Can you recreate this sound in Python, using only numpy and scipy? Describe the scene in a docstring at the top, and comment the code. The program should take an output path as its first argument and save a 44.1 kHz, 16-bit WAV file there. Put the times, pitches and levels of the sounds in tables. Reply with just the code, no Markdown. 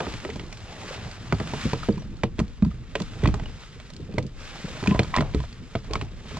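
"""Gear is shifted in a small open boat for about six seconds, with light wind and water on the hull throughout.
Quick light thumps and knocks come first, each a burst of damped hull or board modes with a noise crack on the knocks.
From 1.3 s heavier blows fall in groups; loose parts ping as damped sines and cloth swishes as banded noise.
Deep shaking and groan swell with the heavy blows at 3.3 s. Near 5 s the blows crowd into chatter, with one squeak
of resonant friction noise; then scattered contacts follow to the end."""
import sys
import numpy as np
from scipy import signal
from scipy.fft import rfft, irfft
from scipy.io import wavfile

SR = 44100
rng = np.random.default_rng(int(sys.argv[2]) if len(sys.argv) > 2 else 0)


def output_pcm(signal):
    """Save a mono or channel-first signal as 16-bit PCM at the path in sys.argv[1].

    Samples are clipped to [-1, 1] before scaling.
    """
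    pcm = np.clip(np.atleast_2d(signal).T, -1, 1) * 32767
    wavfile.write(sys.argv[1], SR, np.round(pcm).astype(np.int16))


def level_to_linear(level):
    """Convert decibel levels to linear amplitude factors, elementwise."""
    exponent = np.asarray(level, float) / 20
    return 10 ** exponent


N = 281799


def thumps(out):
    """Modal excitation: a blow drives most the hull modes near its centre; the deepest have a floor."""
    # Blows that reach the hull. Each row: start in seconds, peak level in dB, centre of the thump in Hz,
    # focus in dB per octave.
    blow_rows = [(0.004, -22, 429, 9), (0.067, -22.5, 262, 26), (0.139, -27, 126, 12.5),
                 (0.25, -25.5, 374, 2), (0.289, -27.5, 404, 20), (0.356, -26, 221.5, 19),
                 (0.397, -28.5, 161, 13), (0.433, -28.5, 120.6, 10), (1.324, -9.5, 151.6, 17),
                 (1.401, -18, 136.5, 11), (1.532, -20.5, 134, 10.5), (1.653, -12.5, 146.4, 17),
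                 (1.731, -12, 129, 10), (1.886, -8.5, 206.6, 15.5), (1.934, -24.5, 125, 12),
                 (1.972, -22.5, 178, 22), (2.236, -9, 131.3, 10.5), (2.389, -14.5, 224.4, 20),
                 (2.412, -13, 171.3, 29.5), (2.623, -5.5, 199.4, 35), (2.663, -11, 181, 37),
                 (2.738, -26.5, 125, 20), (2.953, -22, 444, 3), (3.005, -19, 178.6, 17.5),
                 (3.197, -26, 61, 25), (3.24, -17, 70, 25), (3.28, -18, 61, 25), (2.39, -21, 70, 25),
                 (2.63, -21, 61, 25), (5.175, -21, 61, 25), (5.35, -17, 61, 25), (5.91, -25, 70, 25),
                 (4.95, -20, 61, 25), (3.232, -8, 119.8, 11.5), (3.257, -17, 273, 42),
                 (3.275, -8.5, 169, 24), (3.338, -19.5, 123.3, 12.5), (3.42, -23, 157.6, 27),
                 (3.997, -28.5, 159.6, 10.5), (4.092, -26.5, 201, 16), (4.141, -23, 178, 14),
                 (4.179, -12.5, 135, 9), (4.229, -24.5, 131, 18), (4.248, -24.5, 136.6, 14),
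                 (4.642, -21.5, 172, 20), (4.827, -18.5, 162, 12), (4.876, -7, 179, 21.5),
                 (4.911, -8, 191.5, 23.5), (4.947, -19, 157.5, 11), (4.992, -10, 136.8, 12),
                 (5.172, -16, 145, 22), (5.187, -9, 176.4, 14), (5.207, -12.5, 142.5, 21.5),
                 (5.346, -9, 166.5, 13.5), (5.389, -21.5, 126.6, 22), (5.751, -17.5, 129, 11.5),
                 (5.905, -23.5, 321, 25), (5.956, -20, 121.5, 8.5), (6.02, -20.5, 121, 14),
                 (6.31, -29, 123, 10), (6.342, -26.5, 146, 18.5)]
    # Hull modes. Each row: frequency in Hz before retuning, level in dB,
    # 60 dB decay time in seconds before the focus scales it.
    hull_modes = [(61, -10.5, 0.32), (94.7, -8, 0.22), (129, -9.5, 0.22), (178, -4, 0.092),
                  (205.7, -4, 0.12), (257, 0.5, 0.061), (316, -5.5, 0.19), (400.8, 10.5, 0.061),
                  (445.5, 3, 0.16), (539.6, -3, 0.16)]
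    s, db, centre_hz, focus_db = np.transpose(blow_rows)
    # a blow that picks out one mode rings longer
    ring_share = 0.54 + 0.012 * focus_db
    modes_hz = np.array(hull_modes)[:, 0]
    deep = modes_hz < 110
    octaves = np.log2(modes_hz / centre_hz[:, None])
    strength_db = -np.abs(focus_db[:, None] * octaves)
    # every blow rocks the deep modes at least this much
    deep_db = -10 - 0.1 * focus_db[:, None]
    strength_db = np.where(deep, np.maximum(deep_db, strength_db), strength_db)
    # weight resting on the hull retunes it: one ratio takes the nearest mode to the centre of the thump
    nearest = np.abs(octaves).argmin(axis=1)
    ratio = centre_hz / modes_hz[nearest]
    retune = np.where(deep, 1, ratio[:, None])
    mid, side = (struck(hull_modes, strength_db, ring_share, retune, spread_db=1.0, rise_s=0.0038, size=11000)
                 for _ in "ms")
    add(out, mid, level_to_linear(-15.5) * side, s, db, pan_db=-0.6)


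def knocks(out):
    """Contact hardness sets the spectrum: broad contact rings low board modes, sharp contact cracks high."""
    # Hard knocks. Each row: start in seconds, peak level in dB, body (lowest band) in dB,
    # edge (third band) in dB, both against the second band.
    knock_rows = [(0.004, -17, 8, -12), (0.066, -22, 8, -14), (0.138, -25.5, -4, -6), (0.201, -32, -8, -10),
                  (0.249, -17, 4, -9), (0.29, -28, 21, -14), (0.301, -27.5, -9, -11), (0.358, -28.5, 7, 0),
                  (0.395, -25.5, -7, -28), (0.526, -27, -5, -2), (0.572, -32.5, -6, 1),
                  (1.113, -29, -14, -3), (1.324, -9.5, 7, -10.5), (1.4, -18, 16, -6), (1.473, -26, -6, -10),
                  (1.535, -19.5, 25, -2), (1.732, -15, 8, -5), (1.834, -33, 7, -2),
                  (1.887, -18.5, 8.5, -9.5), (1.978, -33, 4, -8), (2.021, -36, 1, -8), (2.234, -11, 3, -18),
                  (2.384, -30, 18, 2), (2.391, -18.5, -5, -6), (2.399, -19.5, 10.5, -1.5),
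                  (2.479, -39, -7, -1), (2.623, -27, 12, -6), (2.648, -30, 10, -3),
                  (2.953, -12.5, -2, -16.5), (3.001, -23, 4.5, -3), (3.019, -24, 5, 8),
                  (3.135, -33, -8, -20), (3.219, -32, 1, -11), (3.236, -19, -3, -10), (3.245, -22, 2, -23),
                  (3.257, -13, -3.5, -27), (3.274, -16, -2, -9), (3.286, -24, 8, -18),
                  (3.341, -18, 8, -1.5), (3.397, -26.5, 5.5, -10), (3.436, -33.5, -1, -10),
                  (3.459, -33, -1, -7), (3.634, -33, -10, -18), (3.8, -30.5, -3.5, -8),
                  (3.902, -34.5, 2, 4), (3.935, -38, -5, 10), (3.964, -33, -6, 10), (4.139, -35.5, 13, 8),
                  (4.182, -11.5, 2.5, -9.5), (4.226, -35, 3, 11), (4.265, -40, -2, 12), (4.774, -32, 8, 1),
                  (4.827, -26, 6, -2), (4.838, -23.5, 0, -8), (4.86, -20, 5, -14), (4.873, -14, -6, -8),
                  (4.91, -20.5, 6, -19), (4.947, -19, 15, -16), (4.959, -23.5, 6.5, -12),
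                  (4.992, -8, 2.5, -14.5), (5.032, -22, -1.5, -2), (5.046, -26.5, 11, -6),
                  (5.337, -29, -3, -16), (5.43, -40, -5, 12), (0.603, -38, -8, 0), (0.122, -34, -5, 5),
                  (5.346, -21.5, 0, -5), (5.402, -31, 3, -7), (5.437, -28.5, 11, -7),
                  (5.527, -34.5, -12, -4), (5.752, -14, 2, -26), (5.844, -34, 11, 2), (5.91, -27, 6, -7),
                  (5.934, -19, 7, 6), (5.954, -15.5, 0, -22), (6.012, -23.5, 0, -14),
                  (6.021, -33, -11, -11), (6.272, -38, -9, -18), (6.311, -31.5, 5, -5), (6.37, -27, 11, 7),
                  (5.136, -27, 15, -8), (5.141, -16, -10, -28), (5.152, -19, -13, -25),
                  (5.163, -11.5, 2, -5), (5.172, -21, -8, -22), (5.183, -16, 2, -22), (5.207, -12, 8, -8),
                  (5.212, -28, -5, -6), (5.222, -20, 16, -15)]
    # Centres of the four colour bands in Hz.
    colour_bands_hz = [900, 2200, 4500, 8000]
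    # Board modes. Each row: frequency in Hz before the common retuning, level in dB,
    # 60 dB decay time in seconds.
    board_modes = [(648, -1, 0.047), (735, -14.5, 0.096), (897, -6, 0.028), (1040, -2.5, 0.039),
                   (1300, -7.5, 0.052), (1623, 1, 0.018), (2055, 0, 0.023), (2504, 3.5, 0.017),
                   (3190, 0, 0.016), (3554, 5.5, 0.013), (4500, 8.5, 0.014), (5170, 7.5, .01)]
    # faint contacts at random moments, three a second: start, peak, body and edge as in the knocks
    luck = rng.random((int(3 * N / SR), 4))
    ticks = [0, -44, -5, -10] + luck * [N / SR, 6, 10, 15]
    s, db, body_db, edge_db = np.transpose(np.vstack([knock_rows, ticks]))
    bands_db = [body_db, 0 * s, edge_db, edge_db - 22]
    modes_hz = np.array(board_modes)[:, 0]
    colour_db = np.array([at_hz(list(zip(colour_bands_hz, row)), modes_hz) for row in np.transpose(bands_db)])
    mid = struck(board_modes, colour_db, 1 + 0 * s, 0.96, spread_db=4.0, rise_s=0.00026, size=3500)
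    side = 0

    # splintery crack of the same colour: a short burst with a weaker, longer tail
    t = np.arange(3500) / SR
    rise = 1 - np.exp(-t / 0.0012)
    decay = level_to_linear(-60 * t / 0.017) + level_to_linear(-20 - 60 * t / 0.13)
    noise = rng.standard_normal((len(s), 2, 3500)) * decay * rise
    # each band has its own share of difference between the ports
    for hz, band_db, side_db in zip(colour_bands_hz, bands_db, [-9.5, -22.5, -4.5, 19.0]):
        band = signal.butter(2, [hz / 1.82, hz * 1.49], "band", fs=SR, output="sos")
        gain = level_to_linear(band_db[:, None, None] + 19.5) / np.sqrt(hz / 1000)
        crack = gain * signal.sosfilt(band, noise)
        mid = mid + crack[:, 0]
        side = side + level_to_linear(side_db) * crack[:, 1]

    # the first touch snaps above the board's range, fading faster than the crack
    high = signal.butter(3, [10500, 15000], "band", fs=SR, output="sos")
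    snap = signal.sosfilt(high, noise) * level_to_linear(-9 + edge_db[:, None, None] - 60 * t / 0.02)
    # little else of a contact reaches above 8 kHz
    top = signal.butter(9, 8030, fs=SR, output="sos")
    mid = signal.sosfilt(top, mid) + snap[:, 0]
    side = signal.sosfilt(top, side) + level_to_linear(-8) * snap[:, 1]
    add(out, mid, side, s, db, pan_db=-2.5)


def pings(out):
    """Damped free oscillation: a small loose part rings on one note when jolted."""
    # Each row: start in seconds, peak level in dB, frequency in Hz, 60 dB decay time in seconds.
    ping_rows = [(0.909, -27, 524, 0.04), (1.345, -38, 4500, 0.024), (1.832, -23.5, 1275, 0.027),
                 (1.925, -37, 4640, .02), (1.995, -48, 5800, 0.12), (2.19, -45, 1360, 0.042),
                 (2.713, -41, 1230, 0.044), (3.256, -14.5, 1080, 0.017), (3.457, -34.5, 2900, 0.045),
                 (4.86, -22.5, 1010, 0.043), (4.91, -22, 2580, 0.016), (4.947, -27, 980, 0.071),
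                 (5.14, -14.5, 1050, 0.037), (5.153, -18, 1035, 0.045), (5.164, -18, 1025, 0.035),
                 (5.174, -18, 1010, 0.032), (5.163, -24, 4720, 0.014), (5.173, -14.5, 1850, 0.011),
                 (5.184, -20.5, 2100, 0.032), (5.185, -17, 1020, 0.037), (5.403, -36.5, 1004, 0.065),
                 (5.934, -27.5, 1090, 0.083), (5.935, -20.5, 4620, 0.0075), (5.956, -16, 1035, 0.019),
                 (6.012, -28.5, 2850, 0.016), (6.369, -27.5, 1040, 0.024)]
    s, db, hz, t60 = np.transpose(ping_rows)[..., None]
    t = np.arange(5000) / SR
    rise = 1 - np.exp(-t / 0.00029)
    notes = np.sin(2 * np.pi * hz * t) * level_to_linear(-60 * t / t60) * rise
    add(out, notes, 0 * notes, s[:, 0], db[:, 0], pan_db=-1.5)


def squeak():
    """Resonant friction: noise of a dragged edge passes twice through one narrow board resonance."""
    # Each row: loudest moment in seconds, level in dB, swell and fade in seconds per 10 dB.
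    squeak_rows = [(4.95, -32, 0.035, 0.03)]
    resonance_hz, width_hz = 1020, 70   # width of each pass
    r = np.exp(-np.pi * width_hz / SR)
    w = 2 * np.pi * resonance_hz / SR
    resonance = [0.77, 0.0013, -1.07, 1, -2 * r * np.cos(w), r * r]
    tone = rms_one(signal.sosfilt([resonance] * 2, rng.standard_normal(N)))
    return tone * summed(swells(*np.transpose(squeak_rows)), -120)


def swish():
    """Rubbing as broadband friction noise: strokes of cloth and sliding gear, bright and dull parts."""
    # Each row: loudest moment in seconds, level in dB, swell and fade in seconds per 10 dB,
    # dull part in dB against the bright.
    stroke_rows = [(0.01, -41, .1, .06, 12), (0.1, -40, .2, 0.36, -6), (.91, -39, .28, .28, -3),
                   (1.6, -36.5, 0.28, 0.25, -5.5), (1.87, -42.5, 0.21, .03, -17),
                   (2.03, -60, 0.18, 0.14, -5), (2.2, -57.5, .1, .1, -3), (2.39, -53, 0.052, 0.26, -9.5),
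                   (2.72, -56, .3, 0.26, -6), (3.0, -46, .12, 0.4, -14), (3.25, -47.5, 0.18, 0.28, 2),
                   (3.62, -49, 0.35, .5, -16), (4.18, -57, 0.33, 0.092, -1.5),
                   (4.42, -44, 0.039, 0.42, -10), (4.6, -42.5, 0.16, .3, -6.5), (4.9, -39, 0.25, 0.13, -1),
                   (5.07, -45.5, .08, 0.22, -4), (5.18, -44, .04, 0.072, 10.5),
                   (5.4, -48.5, 0.36, 0.32, -9.5), (5.74, -49, 0.12, 0.26, -9.5),
                   (5.94, -45.5, 0.048, 0.12, 2), (6.39, -42.5, 0.19, .1, -4)]
    # Spectrum of the bright part. Each row: frequency in Hz, relative density in dB per Hz.
    bright_spectrum = [(590, -23.5), (1000, -8), (1340, -4), (1520, -5), (1720, -4.5), (2020, -8),
                       (2240, 2.5), (2760, -15.5), (3320, -7), (4100, -10), (6080, -12.5), (7170, -19),
                       (8930, -35.5), (10500, -52), (12500, -55), (15000, -63), (19600, -110)]
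    # Spectrum of the dull part. Each row: frequency in Hz, relative density in dB per Hz.
    dull_spectrum = [(250, -0.5), (450, 2), (900, -2), (1050, -5.5), (1400, -14.5), (2200, -30)]
    rest_db = -63.5   # cloth never lies quite still
    s, db, swell_s, fade_s, dull_db = np.transpose(stroke_rows)
    gains = swells(s, db, swell_s, fade_s)
    dull_gains = gains * level_to_linear(dull_db)[:, None]
    bright = banded_noise(bright_spectrum, patchy_db=0.8, flicker_hz=15, grain_db=1.2)
    dull = banded_noise(dull_spectrum, patchy_db=1.4, flicker_hz=10, grain_db=2.5)
    return summed(gains, rest_db) * bright + summed(dull_gains, rest_db - 8) * dull


def rumble():
    """Low random pressure: wind and deep shaking, and the hull groaning as weight shifts."""
    # Level of the wind and of deep shaking under heavy blows. Each row: time in seconds, level in dB.
    deep_rows = [(0, -43.5), (.5, -42.5), (.64, -52), (1.07, -49), (1.53, -46), (1.85, -40.5), (2.58, -37),
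                 (2.72, -48), (3.06, -37), (3.18, -47), (3.29, -28), (3.4, -35), (3.55, -38.5), (3.65, -50),
                 (4.02, -48), (4.2, -41.5), (4.63, -46.5), (5.3, -36), (5.75, -48.5), (5.95, -35),
                 (6.39, -51)]
    # Spectrum of the wind and shaking. Each row: frequency in Hz, relative density in dB per Hz.
    deep_spectrum = [(16, -16.5), (28, 7.5), (50, -6.5), (80, -10.5)]
    # Weight shifts. Each row: loudest moment in seconds, level in dB, swell and fade in seconds per 10 dB.
    lurch_rows = [(0, -26.5, .1, 0.077), (.42, -38, 0.26, 0.25), (1.05, -42.5, 0.21, 0.43),
                  (1.65, -35, 0.65, 0.79), (3.06, -36.5, 0.18, 0.16), (3.29, -24.5, 0.06, 0.076),
                  (4.18, -36.5, 0.4, 0.15), (5.03, -29.5, 0.28, .1), (5.27, -37.5, 0.18, 0.35),
                  (5.92, -38.5, 0.19, 0.22), (6.39, -40.5, 0.37, .1)]
    # Spectrum of the groaning hull. 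Each row: frequency in Hz, relative density in dB per Hz.
    groan_spectrum = [(35, -30), (60, 0.5), (97, 0), (183, -1.5), (333, -16), (393, -13), (600, -34.5),
                      (780, -50), (1320, -120)]
    deep_s, deep_db = np.transpose(deep_rows)
    deep_gain = level_to_linear(np.interp(np.arange(N) / SR, deep_s, deep_db))
    wind_and_shaking = deep_gain * banded_noise(deep_spectrum, patchy_db=0.2, flicker_hz=11, grain_db=1.5)
    # the resting level is water working on the hull
    hull = summed(swells(*np.transpose(lurch_rows)), rest_db=-45.5)
    groan = hull * banded_noise(groan_spectrum, patchy_db=2.5, flicker_hz=11.7, grain_db=0.1)
    return wind_and_shaking + groan


def struck(modes, strength_db, ring_share, retune, spread_db, rise_s, size):
    """Modal superposition, one row per blow: modes ring together, each detuned slightly at random."""
    t = np.arange(size) / SR
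    hz, level_db, t60 = np.transpose(modes)
    luck = rng.standard_normal((len(strength_db), 3, len(hz)))
    gains = level_to_linear(strength_db + level_db + spread_db * luck[:, 0]) * np.sign(luck[:, 1])
    pitch = hz * retune * (1 + 0.035 * luck[:, 2])
    decay = level_to_linear(-60 * t / (t60 * ring_share[:, None])[..., None])
    ringing = decay * np.sin(2 * np.pi * pitch[..., None] * t)
    return np.einsum("em,emt->et", gains, ringing) * (1 - np.exp(-t / rise_s))


def add(out, mid, side, times, peak_db, pan_db):
    """Superposes blows, the mid part scaled to its peak; the side part differs in sign between ports."""
    pan = level_to_linear([[pan_db / 2], [-pan_db / 2]])   # negative: louder on the right
    for m, d, s, db in zip(mid, side, times, peak_db):
        i = round(s * SR)
        both = (m + d * [[1], [-1]]) * pan
        out[:, i:i + len(m)] += (level_to_linear(db) / np.abs(m).max() * both)[:, :N - i]


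def swells(s, db, swell_s, fade_s):
    """Exponential growth and decay: 10 dB up per swell time to each peak, 10 dB down per fade time."""
    s, db, swell_s, fade_s = (np.reshape(column, (-1, 1)) for column in (s, db, swell_s, fade_s))
    t = np.arange(0, N + 40, 40) / SR - s   # one value every 40 samples
    steep = np.where(t < 0, swell_s, fade_s).clip(0.005)
    return level_to_linear(db - 10 * np.abs(t) / steep)


def summed(gains, rest_db):
    """Incoherent addition: powers of the events add to a resting level; one value a sample."""
    total = np.sqrt(np.sum(gains ** 2, axis=0) + level_to_linear(rest_db) ** 2)
    return np.interp(np.arange(N) / 40, np.arange(len(total)), total)


def banded_noise(spectrum, patchy_db, flicker_hz, grain_db):
    """Partly coherent stereo noise in half-octave bands, each flickering; the mid part has rms 1."""
    # Left-right correlation. Each row: frequency in Hz, correlation coefficient.
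    likeness_curve = [(25, 0.22), (60, 0.92), (150, 0.95), (500, 0.86), (1000, 0.89), (2000, 0.73),
                      (4200, 0.91), (8500, 0.093)]
    low_hz, high_hz = spectrum[0][0], spectrum[-1][0]
    edges = np.geomspace(low_hz, high_hz, int(2 * np.log2(high_hz / low_hz)) + 2)
    together = drift(flicker_hz)
    # brief clumps; neighbouring bands use different noise
    white = rng.standard_normal((2, 2, N)) * level_to_linear(grain_db * drift(99))
    out = 0
    for k, (low, high) in enumerate(zip(edges, edges[1:])):
        band = signal.butter(2, [low, high], "band", fs=SR, output="sos")
        mid, side = signal.sosfilt(band, white[k % 2])
        hz = np.sqrt(low * high)
        alike = np.clip(at_hz(likeness_curve, hz), 0, 1)
        gain = level_to_linear(at_hz(spectrum, hz) + patchy_db * (together + drift(flicker_hz)))
        out = out + gain * (np.sqrt(1 + alike) * mid + np.sqrt(1 - alike) * side * [[1], [-1]])
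    middle = out.mean(0)
    return rms_one(middle) + (out - middle) / np.std(middle)


def drift(corner_hz):
    """Low-passed chance: noise at every 40th sample through two equal one-pole filters; rms 1."""
    r = np.exp(-2 * np.pi * corner_hz * 40 / SR)
    slow = signal.lfilter([1], [1, -2 * r, r * r], rng.standard_normal(N // 40 + 2002))
    slow = slow[2000:]   # past the filter's start
    return np.interp(np.arange(N) / 40, np.arange(len(slow)), rms_one(slow))


def at_hz(points, hz):
    """Reads a spectrum by linear interpolation on a log-frequency axis."""
    points_hz, values = np.transpose(points)
    return np.interp(np.log(hz), np.log(points_hz), values)


def rms_one(x):
    """Normalises mean power: scales to rms 1."""
    return x / np.sqrt(np.mean(x ** 2) + 1e-20)


def scene():
    """Linear superposition of all sources in the open air, with no room reflections."""
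    out = swish() + rumble() + squeak()
    thumps(out)
    knocks(out)
    pings(out)
    return out


def top_cut(x):
    """Nothing passes above the cut-off."""
    return signal.sosfilt(signal.butter(12, 15700, fs=SR, output="sos"), x)


def record(dry):
    """Propagation delay and saturation: the left port hears late, peaks are rounded, the top is cut."""
    lag_s = 55e-6
    hz = np.fft.rfftfreq(N, 1 / SR)
    late = irfft(rfft(dry[0]) * np.exp(-2j * np.pi * hz * lag_s), N)
    rounded = 0.76 * np.tanh(np.array([late, dry[1]]) / 0.85)
    low_pass = signal.cheby2(10, 60, 17500, fs=SR, output="sos")   # 60 dB down from 17.5 kHz
    return top_cut(signal.sosfilt(low_pass, rounded))


dry = scene()
out = record(dry)
output_pcm(out)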